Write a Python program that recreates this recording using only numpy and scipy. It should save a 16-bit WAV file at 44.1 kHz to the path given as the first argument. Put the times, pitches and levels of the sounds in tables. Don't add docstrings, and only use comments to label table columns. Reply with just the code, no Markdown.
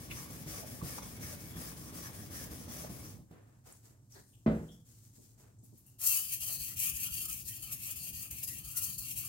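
import sys
import numpy as np
from scipy import signal
from scipy.fft import rfft, irfft
from scipy.io import wavfile
from scipy.ndimage import uniform_filter1d

SR = 44100
rng = np.random.default_rng(int(sys.argv[2]) if len(sys.argv) > 2 else 0)


def inscribe(sig):
    pcm = np.round(np.clip(np.atleast_2d(sig).T, -1, 1) * 32767)
    wavfile.write(sys.argv[1], SR, pcm.astype(np.int16))


N = 409248
T = np.arange(N) / SR
FREQS = np.arange(N // 2 + 1) * SR / N


def dressing():
    # [turning point t/s, pressure/dB]
    dressing_strokes = [(-.04, 0.5), (0.097, -2), (.285, 1.5), (.46, 1), (.65, 1.2), (.825, .5), (1.02, .5),
                        (1.194, -0.5), (1.385, -0.1), (1.555, -0.5), (1.755, 0), (1.924, -1.6), (2.125, 0),
                        (2.3, -0.5), (2.495, 0.1), (2.678, -1.1), (2.89, -1)]
    # [f/Hz, level/dB]
    slurry_hiss = [(2500, -45), (3900, -20.5), (5000, -3), (6000, -4), (6800, -3.5), (7800, -5.5),
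                   (8500, -3.5), (10500, -2.5), (11200, -3), (12000, -6.5), (12800, -5.5), (15500, -1)]
    # [f/Hz, width/Hz, level/dB]
    low_modes = [(558, 250, 1.5), (1090, 210, 1.5), (1725, 230, 0), (2200, 140, 0), (3367, 130, -5.5)]
    high_modes = [(5140, 250, -7), (5910, 400, 1.5), (8580, 310, -5), (10070, 550, -2), (11000, 400, 1.5),
                  (11600, 300, 0)]
    # [peak t/s, length scale/s, f/Hz, level/dB]
    catches = [(.112, 0.024, 2430, -47), (0.635, 0.02, 610, -51.5), (0.819, 0.01, 1120, -47),
               (0.985, 0.0075, 905, -45), (2.089, 0.017, 840, -51), (2.454, 0.015, 910, -51.5),
               (2.469, 0.0098, 520, -52), (2.845, 0.015, 610, -46)]
    # [t/s, level/dB]
    bumps = [(.299, -46), (.823, -42), (2.51, -46), (2.898, -46), (3.308, -49.5)]
    # [f/Hz, level/dB]
    rumble_points = [(20, -22), (40, -10), (60, 1.5), (140, 0.5), (260, -3.5), (420, -13.5), (800, -21),
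                     (2000, -37)]
    end_s = 3.254
    push_db, push_rise_db, pull_rise_db = 6.5, -1, -1.5
    slurry_base_db, grind_base_db, rumble_db = -52, -57.5, -50
    rock_db, rock_t60_s = -46, 0.18

    k, since, until, place = strokes(dressing_strokes, end_s)
    speed = sliding(since, until, start_s=0.022, stop_s=0.056, rest=0.33)
    push, along = k % 2, 2 * place - 1
    stroke_db = np.where(push, push_db + push_rise_db * along, pull_rise_db * along)
    pressure_db = np.array(dressing_strokes)[k, 1] + stroke_db
    pressure = undb(smooth(pressure_db, span_s=0.11))
    hiss = undb(slurry_base_db) * pressure * speed
    grind = undb(grind_base_db) * pressure * speed ** 0.45

    fine = grit(per_s=10000, size_db=4, chatter_db=-0.5, patchy_db=0.65, shared=0.11)
    coarse = grit(per_s=2500, size_db=0.5, chatter_db=-1.0, patchy_db=2.5, shared=0.36)
    slurry = undb(1.0) * colour(fine, spectrum(slurry_hiss))
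    slurry += undb(-8.0) * ring(coarse, high_modes, wander_db=5.5)
    grinding = undb(-4.0) * ring(coarse, low_modes, wander_db=3)
    grinding += undb(-5.0) * colour(fine, resonance(1630, 3000))
    out = hiss * slurry + grind * grinding
    out = reflect(out, np.cos(np.pi * (k + place)), lag_ms=1.7, sway_ms=0.27, gain=0.15)
    for s, length_s, hz, db in catches:
        out += undb(db) * flare(s, length_s) * colour(coarse, resonance(hz, 0.24 * hz))

    rocks = [(s, rock_db + db) for s, db in dressing_strokes[1::2]]
    rocking = sum(undb(db) * fade(s, rock_t60_s, rise_s=0.0019) for s, db in rocks + bumps)
    lifting = np.clip((end_s - T) / 0.15, 0, 1)
    rumble = undb(rumble_db) * lifting ** 0.57
    low = colour(noise(shared=0.98), spectrum(rumble_points))
    return lifting ** 2.8 * out + (rumble + rocking) * low


def honing():
    # [turning point t/s, pressure/dB, rise from mid-stroke to end/dB]
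    honing_strokes = [(5.985, 7.5, -1), (6.229, 2, -2.5), (6.396, 5.5, 2.5), (6.585, 2, -4),
                      (6.757, 6.5, 3.5), (6.926, 5, 4), (7.10, 4, 0), (7.275, -2, -1.5), (7.445, -3, -1.5),
                      (7.617, -2, 2), (7.787, 1.5, 4), (7.948, -0.5, 0.5), (8.123, -1.5, -3),
                      (8.298, -3, 0.5), (8.465, -2, -1.5), (8.635, -5, -4.5), (8.805, 0.5, -2.5),
                      (8.975, -0.8, -1.5), (9.15, 0, -2)]
    # [peak t/s, length scale/s, hiss level/dB]
    bites = [(6.098, 0.14, -25), (6.328, 0.035, -29.5), (6.415, 0.029, -35.5), (6.825, 0.074, -30.5),
             (7.035, 0.02, -31), (7.256, 0.011, -34.5), (7.301, 0.041, -35), (7.486, 0.034, -38),
             (7.631, 0.032, -37), (7.726, 0.025, -34.5), (7.962, 0.016, -38.5), (8.08, 0.025, -36.5),
             (8.312, 0.0092, -36), (8.437, 0.023, -32), (8.483, 0.022, -32), (8.777, 0.043, -31),
             (8.83, 0.058, -35), (8.987, 0.021, -38), (9.11, 0.042, -35.5), (9.18, 0.041, -33)]
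    # [f/Hz, level/dB]
    edge_hiss = [(2500, -42.5), (4200, -18), (5200, -13), (5900, -6.5), (7300, -5.5), (8000, -7.5),
                 (8600, -3.5), (9400, -5.5), (10600, -3.5), (11300, -0.5), (11950, -1.5), (12800, -3.5),
                 (15500, -2)]
    # [f/Hz, width/Hz, level/dB]
    edge_modes = [(7060, 110, -16), (8850, 280, -9.5), (9820, 130, -7), (10300, 120, -26), (11060, 200, -4),
                  (11300, 76, -36), (11530, 270, -6.5), (14470, 200, -2.5)]
    # [f/Hz, width/Hz, level/dB]
    blade_modes = [(615, 180, -16), (1297, 190, -9.5), (1930, 174, -5), (2713, 68, -0.5), (2603, 610, 0.5),
                   (3055, 110, -3.5), (4440, 330, 1), (4790, 230, -3.5)]
    # [f/Hz, level/dB]
    rumble_points = [(20, -6), (40, -14), (65, -3), (130, 3), (220, -8.5), (330, -16), (500, -28),
                     (1500, -41)]
    end_s = 9.33
    rasp_base_db, blade_base_db, rumble_db, nudge_db = -39, -54.5, -57, -51.5
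    blade_follows = 0.86
    landing_s, settle_s = 0.051, 0.73

    k, since, until, place = strokes(honing_strokes, end_s)
    speed = sliding(since, until, start_s=0.023, stop_s=0.044, rest=0.22)
    travel = np.cos(np.pi * (k + place))
    starts_s, pressure_db, rise_db = np.transpose(honing_strokes)
    pressure = undb(smooth(pressure_db[k] + rise_db[k] * (2 * place - 1), span_s=0.013))
    hiss = undb(rasp_base_db) * pressure * speed
    grind = undb(blade_base_db) * pressure ** blade_follows * speed ** 0.69
    landing = np.clip((T - starts_s[0]) / landing_s, 0.25, 1)
    weight = np.clip((T - starts_s[0]) / settle_s, 0, 1)
    bite = np.sqrt(sum((undb(db) * flare(s, length_s)) ** 2 for s, length_s, db in bites))
    bite = bite * np.clip(since / 0.0066, 0, 1)

    fine = grit(per_s=9200, size_db=0.5, chatter_db=1.14, patchy_db=2.1, shared=0.42)
    scratches = grit(per_s=2500, size_db=0.5, chatter_db=0.7, patchy_db=0.5, shared=0.4)
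    edge_ring = bend(ring(scratches, edge_modes, wander_db=2.5), 0.008 * walk(9))
    edge = undb(-1.3) * colour(fine, spectrum(edge_hiss)) + undb(-9.5) * edge_ring
    retune = 0.02 * travel + 0.018 * walk(12)
    blade = bend(ring(scratches, blade_modes, wander_db=4.5), retune)
    rasp = np.hypot(hiss, bite) * edge
    rasp += np.hypot(grind, undb(-19.5) * bite) * weight ** 0.092 * blade
    rasp = reflect(rasp, travel + 0.5 * walk(7), lag_ms=0.553, sway_ms=0.06, gain=-0.32)
    rasp = reflect(rasp, travel, lag_ms=2.6, sway_ms=0.258, gain=0.37)

    base = colour(noise(shared=0.99), spectrum(rumble_points)) * undb(1.76 * walk(20))
    nudge = np.exp(-((since - 0.026) / 0.029) ** 2) * colour(noise(shared=0.85), resonance(61.8, 23))
    return landing * rasp + weight * (undb(rumble_db) * base + undb(nudge_db) * nudge)


def thud():
    # [t/s, level/dB]
    blows = [(4.461, -19.5)]
    # [f/Hz, level re blow/dB, t60/s]
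    bench_modes = [(48, -15, .13), (161.4, -5, 0.48), (220, 2.5, 0.32), (324, -21, 0.39), (396, -35, 0.33),
                   (479, -20.5, 0.53), (580, -18, 0.23), (638, -11, 0.25), (748, -20, 0.28),
                   (917, -33, 0.22), (1183, -32.5, 0.34), (1370, -51, 0.46), (1500, -32, 0.25),
                   (2050, -32, 0.31)]
    # [f/Hz, level re blow/dB, t60/s]
    clatter_bands = [(65, -13.5, 0.46), (151, -14, 0.67), (280, -10, 0.44), (484, -15, 0.44),
                     (710, -24, 0.14), (1460, -26, 0.5), (2000, -30, 0.14), (5200, -54, .12)]
    out = 0
    for s, blow_db in blows:
        for hz, db, t60_s in bench_modes:
            boom = fade(s, t60_s, rise_s=0.0073) * np.sin(2 * np.pi * hz * (T - s))
            out = out + undb(blow_db + db - 1.5) * boom
        for hz, db, t60_s in clatter_bands:
            shared = 1 / (1 + (hz / 1200) ** 2)
            rattle = colour(noise(shared), resonance(hz, 0.5 * hz))
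            out = out + undb(blow_db + db) * fade(s, t60_s, rise_s=0.0012) * rattle
    return out


def handling():
    # [t/s, length/s, level/dB]
    swishes = [(3.295, 0.044, -73), (3.46, 0.027, -70), (3.638, 0.13, -58.5), (3.822, 0.073, -61.5),
               (4.092, 0.11, -58.5), (4.233, 0.21, -70), (4.48, 0.25, -65.5), (4.703, .07, -66.5),
               (4.844, 0.25, -62.5), (5.125, 0.18, -62.5), (5.372, 0.054, -61.5), (5.614, 0.13, -67),
               (5.748, 0.05, -63.5), (5.84, 0.075, -63.5)]
    # [peak t/s, length scale/s, level/dB]
    rubs = [(3.347, 0.09, -61), (3.49, 0.13, -69.5), (3.688, 0.069, -61.5), (3.886, 0.14, -72.5),
            (4.172, 0.046, -59.5), (5.44, 0.12, -69)]
    # [f/Hz, level/dB]
    swish_points = [(1500, -14), (3500, -14.5), (5000, -7.5), (7000, -2.5), (8500, -3.5), (10000, -7.5),
                    (15500, -8)]
    rub_points = [(150, 3), (400, 7.5), (800, 1), (1400, -3.5), (1750, -4), (2400, -11.5), (3200, -15.5),
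                  (6000, -34.5)]
    # [t/s, f/Hz, width/Hz, level/dB, t60/s]
    touches = [(3.723, 8400, 3000, -49, 0.034), (4.12, 5700, 1200, -60, .12), (4.155, 1740, 400, -64, 0.27),
               (4.152, 4280, 1300, -63, 0.22), (4.33, 3000, 700, -71.5, 0.3), (4.683, 3300, 350, -62, 0.34),
               (4.715, 5500, 900, -69, 0.19), (4.925, 2920, 300, -87, .3), (5.635, 11000, 6000, -64, 0.19),
               (5.585, 7500, 3000, -71, .15), (5.775, 12000, 5000, -61, 0.19), (5.86, 2820, 250, -79, 0.56),
               (5.863, 11200, 6000, -58, 0.15), (5.181, 216, 148, -55, 0.17),
               (5.629, 200, 118, -56.5, 0.14), (5.726, 215, 119, -54, 0.13)]
    rustle_db = -79

    swishing = sum(undb(db) * swish(s, length_s) for s, length_s, db in swishes)
    swishing = np.hypot(swishing, undb(rustle_db)) * undb(1.1 * walk(35))
    rubbing = sum(undb(db) * flare(s, length_s) for s, length_s, db in rubs)
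    fibres = grit(per_s=9000, size_db=4.5, chatter_db=1.0, patchy_db=0.5, shared=0.1)
    out = swishing * colour(fibres, spectrum(swish_points))
    out += rubbing * colour(fibres, spectrum(rub_points))
    for s, hz, width_hz, db, t60_s in touches:
        out += undb(db) * fade(s, t60_s, rise_s=0.0015) * colour(fibres, resonance(hz, width_hz))
    return out + squeak()


def squeak():
    # [multiple of the pitch, level/dB]
    partials = [(1, 0), (1.045, -3), (1.18, -11), (1.45, -5)]
    start_s, length_s, level_db = 4.17, 0.24, -74.5
    start_hz, fall_share = 9300, 0.16
    done = np.clip((T - start_s) / length_s, 0, 1)
    hz = start_hz * (1 - fall_share * done ** 2) * (1 + 0.005 * walk(500))
    phase = 2 * np.pi * np.cumsum(hz) / SR
    tones = sum(undb(db) * np.sin(multiple * phase) for multiple, db in partials)
    return undb(level_db + 3 * walk(40)) * np.sqrt(4 * done * (1 - done)) * tones


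def room_tone():
    # [f/Hz, level/dB]
    tone_points = [(20, -21), (50, -4), (80, -6.5), (115, 7.5), (160, -8.5), (280, -11.5), (450, -26),
                   (900, -30.5), (3000, -52), (7000, -36), (15500, -47)]
    tone = colour(noise(shared=0.95), spectrum(tone_points))
    return undb(-61.5) * tone * undb(0.34 * walk(2.1))


def room(x, t60_s, wet_db):
    t = T[:SR // 2]
    tail = rng.standard_normal((2, len(t))) * np.exp(-np.log(1000) * t / t60_s) * (t > 0.006)
    tail /= np.sqrt(np.sum(tail ** 2, axis=1, keepdims=True))
    return x + undb(wet_db) * signal.fftconvolve(x, tail, axes=1)[:, :N]


def strokes(table, end_s):
    turns_s = np.append([row[0] for row in table], end_s)
    k = np.clip(np.searchsorted(turns_s, T) - 1, 0, len(table) - 1)
    since = np.maximum(T - turns_s[k], 0)
    until = np.maximum(turns_s[k + 1] - T, 0)
    return k, since, until, since / (since + until)


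def sliding(since, until, start_s, stop_s, rest):
    speed = np.clip(since / start_s, 0, 1) * np.sin(np.pi / 2 * np.clip(until / stop_s, 0, 1)) ** 2
    return (since * until > 0) * (rest + (1 - rest) * speed)


def grit(per_s, size_db, chatter_db, patchy_db, shared):
    hits = rng.random((3, N)) < per_s / SR
    sizes = undb(size_db * rng.standard_normal((3, N)))
    grains = hits * rng.choice([-1, 1], (3, N)) * sizes
    return ports(grains, shared) * undb(chatter_db * walk(700) + patchy_db * walk(70))


def ring(x, modes, wander_db):
    drive = rfft(x)
    sound, power = 0, 0
    for hz, width_hz, db in modes:
        gain = undb(db + wander_db * walk(16))
        sound = sound + gain * irfft(drive * resonance(hz, width_hz), N)
        power = power + gain ** 2 * width_hz
    return unit(sound / np.sqrt(power))


def bend(x, share):
    index = np.arange(N)
    drift = np.cumsum(share)
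    return np.array([np.interp(index + drift - drift.mean(), index, side, period=N) for side in x])


def reflect(x, travel, lag_ms, sway_ms, gain):
    lag = (lag_ms + sway_ms * travel) * SR / 1000
    index = np.arange(N)
    echo = np.array([np.interp(index - lag, index, side) for side in x])
    return (x + gain * echo) / np.hypot(1, gain)


def fade(start_s, t60_s, rise_s):
    age = np.maximum(T - start_s, 0)
    return (1 - np.exp(-age / rise_s)) * np.exp(-np.log(1000) * age / t60_s)


def flare(peak_s, length_s):
    age = (T - peak_s) / length_s
    return np.exp(-np.minimum(np.where(age < 0, 4.5, 1.6) * age ** 2, 50))


def swish(start_s, length_s):
    attack_s, sag_db, release_s = 0.032, -4, 0.037
    age = np.maximum(T - start_s, 0)
    release = np.exp(-np.minimum(np.maximum(age - length_s, 0) / release_s, 50))
    return np.minimum(age / attack_s, 1) * undb(sag_db * np.minimum(age / length_s, 1)) * release


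def noise(shared):
    return ports(rng.standard_normal((3, N)), shared)


def ports(three, shared):
    lag = 11
    shared = np.clip(shared, 0, 1)
    both = np.array([three[0], np.roll(three[0], lag)])
    return np.sqrt(shared) * both + np.sqrt(1 - shared) * three[1:]


def walk(rate_hz):
    knots = rng.standard_normal(N // 8)
    return 1.22 * np.interp(T * rate_hz, np.arange(len(knots)), knots)


def resonance(hz, width_hz):
    return 1 / (1 + 1j * (FREQS ** 2 - hz ** 2) / (1.5 * width_hz * (FREQS + 1))) ** 2


def spectrum(points):
    hz, db = np.transpose(points)
    return undb(np.interp(np.log(FREQS + 1), np.log(hz), db))


def colour(x, gain):
    return unit(irfft(rfft(x) * gain, N))


def smooth(x, span_s):
    return uniform_filter1d(x, int(span_s * SR) + 1)


def unit(x):
    return x / np.sqrt(np.mean(x ** 2))


def undb(db):
    return 10 ** (np.asarray(db) / 20)


def scene():
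    work = dressing() + honing() + handling()
    return room(work, t60_s=0.41, wet_db=-9.0) + thud() + room_tone()


def record(dry):
    # [f/Hz, left minus right level/dB]
    port_points = [(100, -0.5), (400, 0), (700, -4), (1300, -1), (2000, 1.5), (8000, 0.5), (8500, 7),
                   (10700, 9.5), (11400, 7), (13000, -1.5), (14000, 12), (15500, 6)]
    low_cut_hz, top_hz = 38, 15850
    tilt = np.sqrt(spectrum(port_points))
    gains = np.array([tilt, 1 / tilt]) / np.sqrt((tilt ** 2 + tilt ** -2) / 2)
    heard = irfft(rfft(dry) * gains, N)
    heard = signal.sosfilt(signal.butter(2, low_cut_hz, "high", fs=SR, output="sos"), heard)
    return signal.sosfilt(signal.ellip(12, 0.1, 80, top_hz, fs=SR, output="sos"), heard)


dry = scene()
out = record(dry)
inscribe(out)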